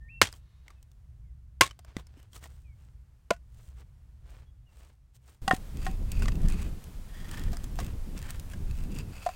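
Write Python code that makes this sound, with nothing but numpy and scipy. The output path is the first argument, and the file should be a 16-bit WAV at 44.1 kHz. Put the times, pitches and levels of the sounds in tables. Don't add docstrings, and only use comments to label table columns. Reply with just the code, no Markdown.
import sys
import numpy as np
from scipy import signal
from scipy.fft import rfft, irfft
from scipy.io import wavfile
from scipy.ndimage import uniform_filter1d

SR = 44100
rng = np.random.default_rng(int(sys.argv[2]) if len(sys.argv) > 2 else 0)


def transcribe(signal):
    frames = np.atleast_2d(signal).T
    limited = np.clip(frames, -1, 1)
    pcm = np.round(limited * 32767).astype(np.int16)
    wavfile.write(sys.argv[1], SR, pcm)


N = 412335
TIME_S = np.arange(N) / SR
EVENT_SAMPLES = SR * 3 // 4
AGE_S = TIME_S[:EVENT_SAMPLES]

# (frequency [Hz], level [dB], t60 [s])
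LOG_AND_SNAP = [(353, -14, 0.091), (524, -13, 0.042), (1040.3, -3.5, .06), (1340, -6, .06), (1610, -3, .06),
                (1686, -2.5, .06), (2161, 0.5, 0.063), (2414, -5.5, .06), (2970, -8, .06),
                (3443, -6, 0.036), (5050, -9, 0.057), (7250, -9, 0.04), (8660, -15, .05)]
# (frequency [Hz], level [dB], t60 [s])
PIECE_MODES = [(565, -25, .1), (1085, 0, .076), (1105, -26, .14), (2336, -15, .08)]
# (frequency [Hz], relative density [dB])
CRACK_SPECTRUM = [(200, -14), (400, -1.5), (750, -5.5), (1050, 1.5), (1300, -1.5), (1600, -1.5),
                  (2150, -3.5), (2700, -7.5), (3400, -9.5), (4200, -9.5), (5200, -8.5), (7500, -10),
                  (10000, -20.5), (16000, -25.5)]
# (frequency [Hz], relative density [dB])
TEAR_SPECTRUM = [(100, -5.5), (300, -4.5), (800, -5), (2200, -1), (3300, -3), (4200, -4.5), (5200, -8),
                 (8500, -8), (10500, -18.5), (16000, -27)]
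# (time [s], level [dB], drive [s], pitch [ratio], tear [dB], tear t60 [s], piece ring [dB])
CHOP_CONTACTS = [(0.2154, -6.5, 0.0037, 1, -21, 0.14, -40), (1.6098, -4, 0.0032, 0.96, -21.5, 0.14, -5.5),
                 (1.6185, -16.5, 0.00096, 1.2, -30.5, 0.11, -54.5)]


def hatchet_chops():
    out, cracks = np.zeros(N), np.zeros(N)
    for time_s, db, drive_s, pitch, tear_db, tear_t60_s, piece_db in CHOP_CONTACTS:
        crack = undb(-2) * noise(CRACK_SPECTRUM)
        blow = undb(db) * fade(0.013, drive_s) * (ring(LOG_AND_SNAP, pitch) + crack)
        bundles = undb(2.8 * wander(350)[:EVENT_SAMPLES])
        fibres = undb(tear_db) * fade(tear_t60_s) * bundles * noise(TEAR_SPECTRUM, grain_db=3.5)
        loosening = 1 - fade(0.073)
        piece = undb(piece_db) * loosening * ring(PIECE_MODES)
        add(out, time_s, blow + fibres + piece)
        add(cracks, time_s, undb(db) * fade(0.011, drive_s) * crack + fibres)
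    slope_echo = echo(cracks, swell(AGE_S - 0.33, half_s=0.17))
    return out + undb(-56.5) * slope_echo


# (frequency [Hz], level [dB], t60 [s])
BLOCK_MODES = [(200, -8, 0.041), (490, 3, 0.025), (614, 4, 0.028), (685, -5.5, 0.07), (1003, -5.5, 0.04),
               (1420, -12, 0.051), (2080, -11, 0.023), (2400, -14, 0.023), (2940, -13, 0.014),
               (3480, -25, 0.027), (5013, -26, 0.027)]
# (frequency [Hz], relative density [dB])
BITE_SPECTRUM = [(200, -5), (800, -2.5), (2200, 0.5), (4100, -5.5), (5500, -10.5), (8500, -12.5),
                 (10500, -23), (16000, -27)]
# (time [s], level [dB], relative crack [dB])
BLOCK_CONTACTS = [(3.3055, -20.5, -3), (3.3082, -15, -5.5), (3.3135, -28.5, -26)]


def hatchet_into_block():
    out = np.zeros(N)
    for time_s, db, crack_db in BLOCK_CONTACTS:
        envelope = fade(0.014) + undb(-19) * fade(0.071)
        crack = envelope * noise(BITE_SPECTRUM, grain_db=2.5)
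        add(out, time_s, undb(db) * (ring(BLOCK_MODES) + undb(crack_db) * crack))
    return out


# (frequency [Hz], level [dB], t60 [s])
STICK_MODES = [(760, 0, .11), (680, -4, .025), (1066, -8, .08), (1260, -7, .028), (1430, -2, .03),
               (1660, -7, .022), (1865, -2, .052), (2830, -20, .03), (3290, -20, .04)]
# (time [s], level [dB], main mode [Hz], tilt [dB/octave], relative crack [dB], damping t60 [s])
STICK_LANDINGS = [(5.4778, -18.5, 787, -4, -9, 2.5), (5.5098, -14, 751, 3, -17, 0.3),
                  (5.5235, -38, 758, 0, 3.5, 2.5), (5.8647, -28, 764, -0.5, -6, 3.1),
                  (9.2632, -16, 720, -15, -19.5, 0.15), (9.289, -24, 738, -11.5, -15, 0.081)]


def stick_clonks():
    out = np.zeros(N)
    for time_s, db, hz, tilt_db_per_octave, crack_db, damping_t60_s in STICK_LANDINGS:
        crack = undb(crack_db) * fade(0.033) * noise(TEAR_SPECTRUM, grain_db=0.5)
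        wood = ring(STICK_MODES, hz / STICK_MODES[0][0], tilt_db_per_octave)
        seating = 1 - fade(0.0027)
        add(out, time_s, undb(db) * seating * fade(damping_t60_s) * (wood + crack))
    return out


# (time [s], level [dB], frequency [Hz], t60 [s])
DULL_LANDINGS = [(0.225, -26, 95, 0.1), (1.618, -25.5, 123, 0.064), (1.967, -17, 240, 0.011),
                 (1.975, -41, 148.4, 0.15), (2.172, -47.5, 275, 0.051), (5.479, -23, 199.3, 0.039),
                 (5.51, -17, 540, 0.017), (5.515, -28, 172, .06), (5.5343, -11, 258, 0.014)]


def thuds():
    out = np.zeros(N)
    for time_s, db, hz, t60_s in DULL_LANDINGS:
        add(out, time_s, ring([(hz, db, t60_s)]))
    return out


# (frequency [Hz], relative density [dB])
GRIT_SPECTRUM = [(1000, -25.5), (3000, -1), (5000, -3.5), (8500, 2), (10500, -7.5), (16000, -4.5)]
# (time [s], body gain [dB], first mode [Hz], tick gain [dB], t60 [s])
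CHIP_HITS = [(0.271, -29, 3240, -56, .035), (0.327, -33.5, 4900, -40, .012), (0.338, -43, 3130, -58, .025),
             (0.681, -37, 2140, -57.5, 0.015), (0.704, -42.5, 1160, -67, .03),
             (0.828, -59, 3040, -50.5, .023), (0.916, -60, 3468, -54.5, .02),
             (1.663, -29, 2128, -41, 0.025), (1.71, -35, 3040, -64, .028), (1.791, -42.5, 720, -50, .037),
             (1.848, -44.5, 634, -53, .027), (1.967, -22.5, 2000, -53, 0.013),
             (2.069, -47.5, 5250, -51, 0.022), (2.332, -46, 3160, -47, 0.027),
             (2.362, -41.5, 1280, -53.5, 0.036), (2.44, -37.5, 1881, -44, .031),
             (3.333, -41.5, 1480, -60, .08), (3.364, -51.5, 1480, -72, 0.043),
             (5.48, -17, 2790, -36, 0.017), (6.118, -39, 2540, -29, 0.029),
             (6.222, -28.5, 1495, -43, 0.051), (6.257, -24.5, 1180, -56, 0.021),
             (6.282, -23, 1830, -50, 0.028), (6.285, -25, 1160, -58, 0.024),
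             (6.32, -34.5, 2640, -55, 0.024), (6.355, -39, 2700, -43.5, 0.018),
             (6.841, -57.5, 810, -39, 0.015), (7.313, -37, 1686, -38, .03), (7.53, -33.5, 690, -47, 0.072),
             (7.57, -32.5, 5000, -37, 0.013), (7.641, -41.5, 686, -39.5, 0.054),
             (7.789, -23.5, 710, -43, 0.036), (7.801, -30.5, 1103, -35, 0.057),
             (8.306, -34, 1780, -29.5, 0.018), (8.397, -45, 5060, -37, 0.032),
             (8.535, -34, 1630, -61, 0.034), (8.711, -39, 2600, -44, 0.021),
             (8.987, -32.5, 4640, -37.5, 0.022)]


def chip_knocks():
    out = np.zeros(N)
    for time_s, db, hz, tick_db, t60_s in CHIP_HITS:
        add(out, time_s, chip(db, hz, tick_db, t60_s))
    return out


def chip(body_db, hz, tick_db, t60_s):
    modes = ring([(hz, -6, t60_s), (hz * 1.8, -13, t60_s * 0.74)])
    crack = undb(-9.5) * fade(t60_s) * noise(CRACK_SPECTRUM)
    tick = undb(-2.5) * fade(t60_s * 0.57) * noise(GRIT_SPECTRUM, grain_db=1)
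    return undb(body_db) * (modes + crack) + undb(tick_db) * tick


# (frequency [ratio], Q [1], level [dB])
SCRAPE_MODES = [(0.999, 17, 7.5), (1.8, 21, -0.5), (2.58, 14, -9.5)]
# (frequency [Hz], relative density [dB])
BARK_SPECTRUM = [(300, -2), (1200, 6.5), (3000, 2), (6000, -14.5), (8500, -15), (16000, -37)]
# (centre [s], half width [s], level [dB], first mode [Hz], ring re rub [dB])
SCRAPE_STROKES = [(2.2, 0.023, -71.5, 2900, 0.5), (5.539, 0.021, -50, 1870, -12.5),
                  (5.85, 0.049, -56, 2590, 1), (6.212, 0.069, -55, 2560, 1),
                  (6.451, 0.035, -55, 1820, -2.5), (6.588, 0.062, -51.5, 2530, -3),
                  (7.201, 0.065, -63.5, 1840, 4.5), (7.36, 0.068, -52.5, 1810, -1),
                  (7.559, 0.063, -60, 1800, -3.5), (7.85, 0.049, -55.5, 2660, -6),
                  (8.179, 0.015, -55, 2660, -4.5), (8.298, 0.055, -56.5, 1780, -3.5),
                  (8.518, 0.009, -58.5, 2600, -12.5), (8.779, .06, -61, 2600, -1),
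                  (8.97, 0.033, -56.5, 2660, 2.5), (9.24, .08, -58.5, 2590, 2)]


def stick_scrapes():
    out, splinters = np.zeros(N), np.zeros(N)
    lead_s = 0.5
    for centre_s, half_s, db, hz, ring_db in SCRAPE_STROKES:
        slips = crackle(SR, grain_db=4.5)
        wood = sum(undb(mode_db) * signal.lfilter(*signal.iirpeak(hz * ratio, q, fs=SR), slips)
                   for ratio, q, mode_db in SCRAPE_MODES)
        rub = noise(BARK_SPECTRUM, SR, grain_db=-0.5)
        grit = undb(-5) * noise(GRIT_SPECTRUM, SR, grain_db=4.5)
        envelope = undb(db) * swell(TIME_S[:SR] - lead_s, half_s)
        add(out, centre_s - lead_s, envelope * (undb(ring_db) * wood / wood.std() + rub + grit))
        splinter = chip(db + 7, hz, tick_db=db + 13.5, t60_s=0.017)
        for offset, force in rng.standard_normal((5, 2)):
            time_s = min(centre_s + half_s * offset, TIME_S[-1])
            add(splinters, time_s, undb(3.5 * force) * splinter)
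    snag_db = 3 * wander(140)
    hand_pressure_db = 1.47 * wander(25)
    return out * undb(snag_db + hand_pressure_db) + splinters


# (frequency [Hz], relative density [dB])
SOLE_SPECTRUM = [(150, 1.5), (500, 1.5), (1500, -2.5), (3000, -8), (6000, -16), (16000, -45)]
# (centre [s], half width [s], level [dB], relative grit gain [dB])
SCUFF_STROKES = [(0.348, 0.025, -64, 2), (0.707, .04, -68.5, -10.5), (1.898, 0.027, -63.5, -11),
                 (1.991, 0.018, -55, -6), (2.18, 0.069, -68.5, -9), (2.362, 0.018, -61, 8.5),
                 (2.444, 0.014, -52.5, -1.5), (2.51, 0.095, -71.5, 2.5), (2.838, 0.057, -73.5, -2.5),
                 (3.627, 0.073, -69.5, 4), (3.795, 0.02, -61, -5), (4.345, 0.057, -61, -9),
                 (4.812, 0.07, -64.5, -2.5), (5.157, 0.0093, -69.5, 8.5), (5.299, 0.039, -65, 0.5)]


def sand_scuffs():
    rub_gain, grit_gain = np.zeros(N), np.zeros(N)
    for centre_s, half_s, db, grit_db in SCUFF_STROKES:
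        pressure = undb(db) * swell(TIME_S - centre_s, half_s)
        rub_gain += pressure
        grit_gain += pressure * undb(grit_db)
    rub = undb(2 * wander(110)) * noise(SOLE_SPECTRUM, N, grain_db=4)
    grit = undb(2.25 * wander(260) - 3.5) * noise(GRIT_SPECTRUM, N, grain_db=4)
    return rub_gain * rub + grit_gain * grit


# (time [s], level [dB])
GUST_LEVELS = [(5.42, -36), (5.62, -38.5), (5.89, -27.5), (5.98, -32.5), (6.22, -23), (6.37, -27.5),
               (6.45, -20.5), (6.52, -29.5), (6.66, -28.5), (6.8, -38.5), (7.2, -38.5), (7.47, -27.5),
               (7.66, -34.5), (7.82, -27.5), (8.0, -34), (8.5, -36), (8.62, -31.5), (9.08, -32),
               (9.22, -45.5)]
# (frequency [Hz], relative density [dB])
BUFFET_SPECTRUM = [(15, 2), (28, 7.5), (50, -2.5), (80, -3), (120, -13.5), (200, -25.5), (400, -61)]
# (frequency [Hz], relative density [dB])
EDDY_SPECTRUM = [(60, -41), (120, 0.5), (180, 1.5), (260, -6), (400, -13.5), (700, -27), (1500, -40.5),
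                 (4000, -82)]
# (frequency [Hz], relative density [dB])
BREEZE_SPECTRUM = [(300, -14), (500, -3.5), (1000, -8), (2000, -12.5), (4000, -15.5), (6000, -17),
                   (8500, -17), (10500, -19), (15500, -20)]


def wind():
    gust_db = curve(GUST_LEVELS)
    typical_gust_db, eddy_db_per_db = -34, 1.14
    eddy_db = -48.5 + eddy_db_per_db * (gust_db - typical_gust_db)
    buffet = undb(gust_db - 0.5 + 1.65 * wander(12)) * noise(BUFFET_SPECTRUM, N)
    eddies = undb(eddy_db + 2.75 * wander(30)) * noise(EDDY_SPECTRUM, N)
    breeze = undb(-58.5 + 0.5 * wander(5.5)) * noise(BREEZE_SPECTRUM, N)
    return buffet + eddies + breeze


# (time [s], length [s], start [Hz], target [Hz], glide time constant [s], level [dB])
BIRD_NOTES = [(0.005, 0.099, 1760, 1844, 0.03, -63), (0.081, 0.12, 1890, 2706, .011, -54.5),
              (.75, .06, 2700, 2450, 0.064, -81), (1.23, .08, 2404, 1856, .06, -86),
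              (2.639, .11, 2600, 2000, 0.081, -74.5), (4.458, 0.055, 3394, 3260, 0.057, -76),
              (4.657, 0.056, 2950, 2500, 0.057, -74.5)]


def far_bird():
    out = np.zeros(N)
    edge_s = 0.016
    for time_s, length_s, start_hz, target_hz, glide_s, db in BIRD_NOTES:
        glide_hz = target_hz + (start_hz - target_hz) * np.exp(-AGE_S / glide_s)
        waver = 1 + 0.005 * wander(70)[:EVENT_SAMPLES]
        tone = np.sqrt(2) * np.sin(2 * np.pi * np.cumsum(glide_hz * waver) / SR)
        envelope = np.clip(np.minimum(AGE_S, length_s - AGE_S) / edge_s, 0, 1)
        add(out, time_s, undb(db) * envelope * tone)
    return out + undb(-15) * echo(out, fade(0.45))


# (time [s], level [dB])
RUMBLE_LEVELS = [(0, -47.5), (.82, -55), (1.2, -50), (2.9, -48), (3.22, -56), (3.4, -50.5), (4.4, -50),
                 (4.9, -55.5), (5.4, -57.5)]
# (frequency [Hz], relative density [dB])
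RUMBLE_SPECTRUM = [(20, -10), (30, -11.5), (48, -0.5), (66, 3), (90, -11), (120, -6.5), (150, -17),
                   (220, -31), (300, -37.5), (400, -48)]
# (frequency [Hz], relative density [dB])
HISS_SPECTRUM = [(200, 0.5), (500, -1), (1500, -6), (4000, -13), (8500, -14.5), (11000, -17),
                 (16000, -19.5)]


def still_air():
    rumble = undb(curve(RUMBLE_LEVELS) + 1.17 * wander(5.6)) * noise(RUMBLE_SPECTRUM, N)
    hiss = undb(-78 + 1.2 * wander(2.3)) * noise(HISS_SPECTRUM, N)
    return rumble + hiss


def echo(sound, envelope):
    tail = envelope * noise([(300, -8.5), (1000, -5), (2000, -5), (3000, 0), (5000, -1), (9000, -19.5)])
    return signal.fftconvolve(sound, tail / np.linalg.norm(tail))[:N]


def ring(partials, pitch=1, tilt_db_per_octave=0):
    out = np.zeros(EVENT_SAMPLES)
    for k, (hz, db, t60_s) in enumerate(partials):
        gain = undb(db + tilt_db_per_octave * np.log2(hz / partials[0][0]))
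        out += (-1) ** k * gain * fade(t60_s) * np.sin(2 * np.pi * hz * pitch * AGE_S)
    return out


def noise(spectrum, samples=EVENT_SAMPLES, grain_db=0):
    hz, db = np.transpose(spectrum)
    bins_hz = np.maximum(np.fft.rfftfreq(samples, 1 / SR), 1)
    colour = undb(np.interp(np.log(bins_hz), np.log(hz), db))
    rolloff = np.minimum(bins_hz / hz[0], 1) ** 2 * np.minimum(hz[-1] / bins_hz, 1) ** 4
    shaped = irfft(rfft(crackle(samples, grain_db)) * colour * rolloff, samples)
    return shaped / shaped.std()


def crackle(samples, grain_db):
    clicks = rng.standard_normal(samples) * undb(grain_db * np.minimum(rng.exponential(size=samples), 7))
    return clicks / clicks.std()


def wander(rate_hz):
    hold = int(SR / rate_hz)
    steps = np.repeat(rng.standard_normal(N // hold + 1), hold)
    drift = uniform_filter1d(uniform_filter1d(steps, hold), hold)[:N]
    return drift / drift.std()


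def fade(t60_s, hold_s=0):
    return undb(-60 * np.maximum(AGE_S - hold_s, 0) / max(t60_s, 0.003))


def swell(offset_s, half_s):
    return np.exp(-0.5 * np.minimum((offset_s / half_s) ** 2, 60))


def curve(table):
    return np.interp(TIME_S, *np.transpose(table))


def undb(db):
    return 10 ** (np.asarray(db) / 20)


def add(out, time_s, sound):
    start = int(time_s * SR)
    out[start:start + len(sound)] += sound[:N - start]


def scene():
    cut_s = 5.418
    background = np.where(TIME_S < cut_s, still_air() + sand_scuffs() + far_bird(), wind())
    hatchet = hatchet_chops() + hatchet_into_block()
    firewood = stick_clonks() + thuds() + chip_knocks() + stick_scrapes()
    return (hatchet + firewood + background)[None]


def record(dry):
    ceiling_db, cutoff_hz = -7, 16000
    clipped = dry / (1 + (dry / undb(ceiling_db)) ** 4) ** (1 / 4)
    lowpass = signal.ellip(8, 0.2, 70, cutoff_hz, fs=SR, output="sos")
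    return signal.sosfilt(lowpass, clipped)


dry = scene()
out = record(dry)
transcribe(out)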